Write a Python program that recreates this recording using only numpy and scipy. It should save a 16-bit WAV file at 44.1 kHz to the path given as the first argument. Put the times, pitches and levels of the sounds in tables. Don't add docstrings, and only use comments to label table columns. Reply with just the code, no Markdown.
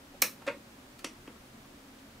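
import sys
import numpy as np
from scipy import signal
from scipy.fft import rfft, irfft
from scipy.io import wavfile

SR = 44100
rng = np.random.default_rng(int(sys.argv[2]) if len(sys.argv) > 2 else 0)


def wrap_up_sound(samples):
    columns = np.atleast_2d(samples).T
    tamed = np.clip(columns, -1, 1)
    steps = np.round(tamed * 32767).astype(np.int16)
    wavfile.write(sys.argv[1], SR, steps)


def how_loud(loudness_db):
    steps = np.asarray(loudness_db, float) / 20
    return 10 ** steps


N = 97020


def rms_one(x):
    return x / np.sqrt(np.mean(x ** 2) + 1e-20)


def at_hz(points, hz):
    table_hz, values = np.array(points).T
    return np.interp(np.log(hz), np.log(table_hz), values)


def placed(sound, s):
    out, i = np.zeros(N + SR), int(s * SR)
    out[i:i + len(sound)] = sound
    return out[:N]


def resonate(x, hz, width_hz):
    r = np.exp(-np.pi * width_hz / SR)
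    gain = (1 - r * r) / 2
    return signal.lfilter([gain, 0, -gain], [1, -2 * r * np.cos(2 * np.pi * hz / SR), r * r], x)


def hiss():
    # frequency in Hz, level in dB per Hz
    hiss_colour = [(240, -33.5), (400, -1), (1130, -6), (1280, -6.5), (1910, -9), (2150, -10),
                   (15500, -22.5)]
    # frequency in Hz, side minus mid in dB
    hiss_width = [(60, -45.5), (180, 11), (550, -6), (1650, 1), (4970, -0.5), (15000, -6.5)]
    level_db, rumble_db = -58.5, 1.5
    hz = np.maximum(np.arange(N // 2 + 1) * SR / N, 10)
    colour = how_loud(at_hz(hiss_colour, hz) + rumble_db * (hz < 300)) * (hz > 20)
    mid, side = rfft(rng.standard_normal((2, N))) * colour
    upper = (hz > 400) & (hz < 15500)
    scale = how_loud(level_db) / np.std(irfft(mid * upper, N))
    mid = irfft(mid, N)
    side = irfft(side * how_loud(at_hz(hiss_width, hz)), N)
    return scale * np.array([mid + side, mid - side])


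def hum():
    # frequency in Hz, width in Hz, rms level in dB
    air_modes = [(28.4, 10, -68.5), (58, 24, -71.5), (76.5, 8, -68), (122.34, 13, -65.5), (160, 27, -71),
                 (220.5, 40, -60.5), (272, 35, -60.5), (363, 14, -69.5), (554.3, 40, -73)]
    sway_db, side_db = -1, -28
    out = 0
    for hz, width, db in air_modes:
        mode = rng.standard_normal((2, N + SR))
        for _ in range(2):
            mode = resonate(mode, hz, width * 1.65)
        mode = mode[:, SR:]
        sway = np.interp(np.arange(N), np.linspace(0, N, num=16), rng.standard_normal(16))
        out = out + how_loud(db + sway_db * sway) * rms_one(mode)
    mid, side = out
    return mid + how_loud(side_db) * side * [[1], [-1]]


def room(x):
    # frequency in Hz, 60 dB decay time in seconds
    decay = [(250, 0.37), (600, 0.17), (1500, 0.19), (4000, 0.21), (10000, 0.22)]
    # frequency in Hz, left-right likeness from 0 to 1
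    likeness = [(200, 1), (600, 0.99), (2000, .71), (6000, 0.86), (13000, 0.14)]
    # frequency in Hz, level in dB
    wall_colour = [(250, 2.5), (550, 2.5), (1200, 2.2), (5000, -1.3), (13000, -1.1)]
    level_db, gap_s = -4, 0.0015
    t = np.arange(SR // 2) / SR
    edges, answer = 100 * 2 ** np.arange(0, 7.6, .5), 0
    for low, high in zip(edges, edges[1:]):
        band_pass = signal.butter(2, [low, high], "band", fs=SR, output="sos")
        mid, side = signal.sosfilt(band_pass, rng.standard_normal((2, len(t))))
        hz = np.sqrt(low * high)
        alike = np.clip(at_hz(likeness, hz), 0, 1)
        band = np.sqrt(1 + alike) * mid + np.sqrt(1 - alike) * side * [[1], [-1]]
        answer = answer + band * how_loud(at_hz(wall_colour, hz) - 60 * t / at_hz(decay, hz))
    answer = answer * np.clip(t / gap_s, 0, 1) ** 2
    answer = answer / np.sqrt(np.sum(answer ** 2) / 2)
    return how_loud(level_db) * signal.fftconvolve(x[None], answer)[:, :N]


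def rattle(swell_s, hold_s, t60):
    impacts_per_s, spread_db = 4400, 4
    t = np.arange(SR // 4) / SR
    hits = (rng.random(len(t)) < impacts_per_s / SR) * rng.choice([-1, 1], len(t))
    sizes = how_loud(spread_db * np.minimum(rng.exponential(1, len(t)), 3))
    swell = np.minimum(t / swell_s, 1) ** 2
    fade = how_loud(-60 * np.maximum(t - swell_s - hold_s, 0) / t60)
    return rms_one(hits * sizes) * swell * fade + 1e-18


def strike(hits, body):
    rings = 0
    for k, ((hz, width, db), hit) in enumerate(zip(body, hits)):
        rings = rings + (-1) ** k * how_loud(db) * np.sqrt(width) * rms_one(resonate(hit, hz, width))
    return np.sqrt(.012 / .25) * rms_one(rings)


def creaks():
    # start in seconds, level in dB, pitch in Hz, width in Hz, length in seconds
    creak_rows = [(0.138, -52, 530, 100, 0.0092), (.418, -49.5, 934, 250, 0.0056),
                  (.419, -72, 2000, 1500, .006), (0.4655, -38.5, 570, 500, 0.003),
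                  (0.984, -60, 6960, 9200, .002), (.990, -50.5, 1300, 2980, 0.0042),
                  (0.9904, -52, 9000, 8000, .002), (1.264, -59.5, 1500, 600, .003),
                  (1.356, -60, 1120, 150, 0.0057), (1.644, -59.5, 1150, 120, .008),
                  (1.982, -64.5, 2470, 3000, 0.017)]
    out = 0
    for s, db, hz, width, length in creak_rows:
        creak = resonate(rattle(0.00033, length, 0.029), hz, width)
        even_level = np.sqrt(SR / np.pi / width)
        out = out + placed(how_loud(db) * even_level * creak, s)
    return out


def thud():
    # start in seconds, level in dB
    bumps = [
        (0.4736, -30.5),
    ]
    # frequency in Hz, width in Hz, level in dB
    hollow_case = [(228, 50, -15), (282, 55, -13), (372, 50, -14), (484, 45, -7), (556, 65, 0)]
    push = signal.unit_impulse(SR // 4) + 1e-18
    boom = strike([resonate(push, hz, width) for hz, width, _ in hollow_case], hollow_case)
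    return sum(placed(how_loud(db) * boom, s) for s, db in bumps)


def contact(row, body):
    soft_below_hz, brief_s = 600, .01
    s, db, swell_s, hold_s, t60 = row
    hits = rattle(swell_s, hold_s, t60)
    push = signal.unit_impulse(len(hits), int(swell_s * SR)) + 1e-18
    near = strike([push if hz < soft_below_hz else hits for hz, _, _ in body], body)
    far = strike([push] * len(body), body) if swell_s < brief_s else near
    return how_loud(db) * np.array([placed(near, s), placed(far, s)])


def hand_and_knob():
    # start in seconds, level in dB, swell in seconds, hold in seconds, 60 dB fade in seconds
    contact_rows = [
        (0.2179, -21.5, 0.0015, 0.002, 0.023),
        (.2183, -26, 0.0038, 0.001, 0.013),
        (0.4631, -32.5, 0.016, 0.0061, 0.013),
        (1.0436, -34.5, 0.00041, 0.0039, 0.0077),
        (1.2731, -45, .0035, 0.0012, 0.017),
    ]
    # frequency in Hz, width in Hz, level in dB
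    snap_body = [(4010, 360, -6), (5560, 350, -2), (6460, 510, -4.5), (6900, 850, -8), (8700, 1460, -9),
                 (10030, 730, -7.5), (12260, 540, 2), (12500, 1600, -4.5), (14800, 600, -5)]
    seat_body = [(181.4, 68, -9.5), (280, 120, -8.5), (508, 65, -1), (850, 410, -9.5), (1150, 164, -2),
                 (1300, 80, 0.5), (1732, 120, 1), (2400, 270, 2), (3760, 360, -12)]
    drag_body = [(926, 46, 4.5), (1150, 260, 1.5), (1880, 300, 1.5), (2420, 290, 0), (2820, 260, -4),
                 (3170, 650, -10), (3820, 700, -10.5), (4500, 430, -12.5), (6500, 2300, -24),
                 (10500, 4600, -35)]
    click_body = [(220, 123, -6.5), (319, 70, 1), (502, 106, -4.5), (630, 140, -9), (933, 85, -8),
                  (1234, 170, -6.5), (2000, 220, -4.5), (2500, 670, -6.5), (3290, 700, -8.5),
                  (4530, 300, -9.5), (5720, 370, -6), (7250, 1450, -14.5), (9400, 3000, -17),
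                  (11230, 1500, -17.5), (12900, 1200, -30)]
    knock_body = [(221, 87, -1.5), (295, 102, 1.5), (383, 89, -2), (500, 77, -6.5), (890, 220, -15),
                  (1230, 200, -12), (2100, 730, -18), (3300, 200, -18.5)]
    bodies = (snap_body, seat_body, drag_body, click_body, knock_body)
    snap, *others = map(contact, contact_rows, bodies)
    return snap, others


def knob_lean(snap):
    treble = signal.butter(2, 9850, "high", fs=SR, output="sos")
    return how_loud(-6.1) * signal.sosfilt(treble, snap) * [[-1], [1]]


def scene():
    snap, others = hand_and_knob()
    near, far = snap + sum(others) + thud() + creaks()
    return near + knob_lean(snap[0]) + room(far) + hiss() + hum()


def band_limit(x):
    return signal.sosfilt(signal.butter(12, 16330, fs=SR, output="sos"), x)


def record(dry):
    top_cut = signal.ellip(10, .5, 60, 15680, fs=SR, output="sos")
    return band_limit(signal.sosfilt(top_cut, dry))


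dry = scene()
out = record(dry)
wrap_up_sound(out)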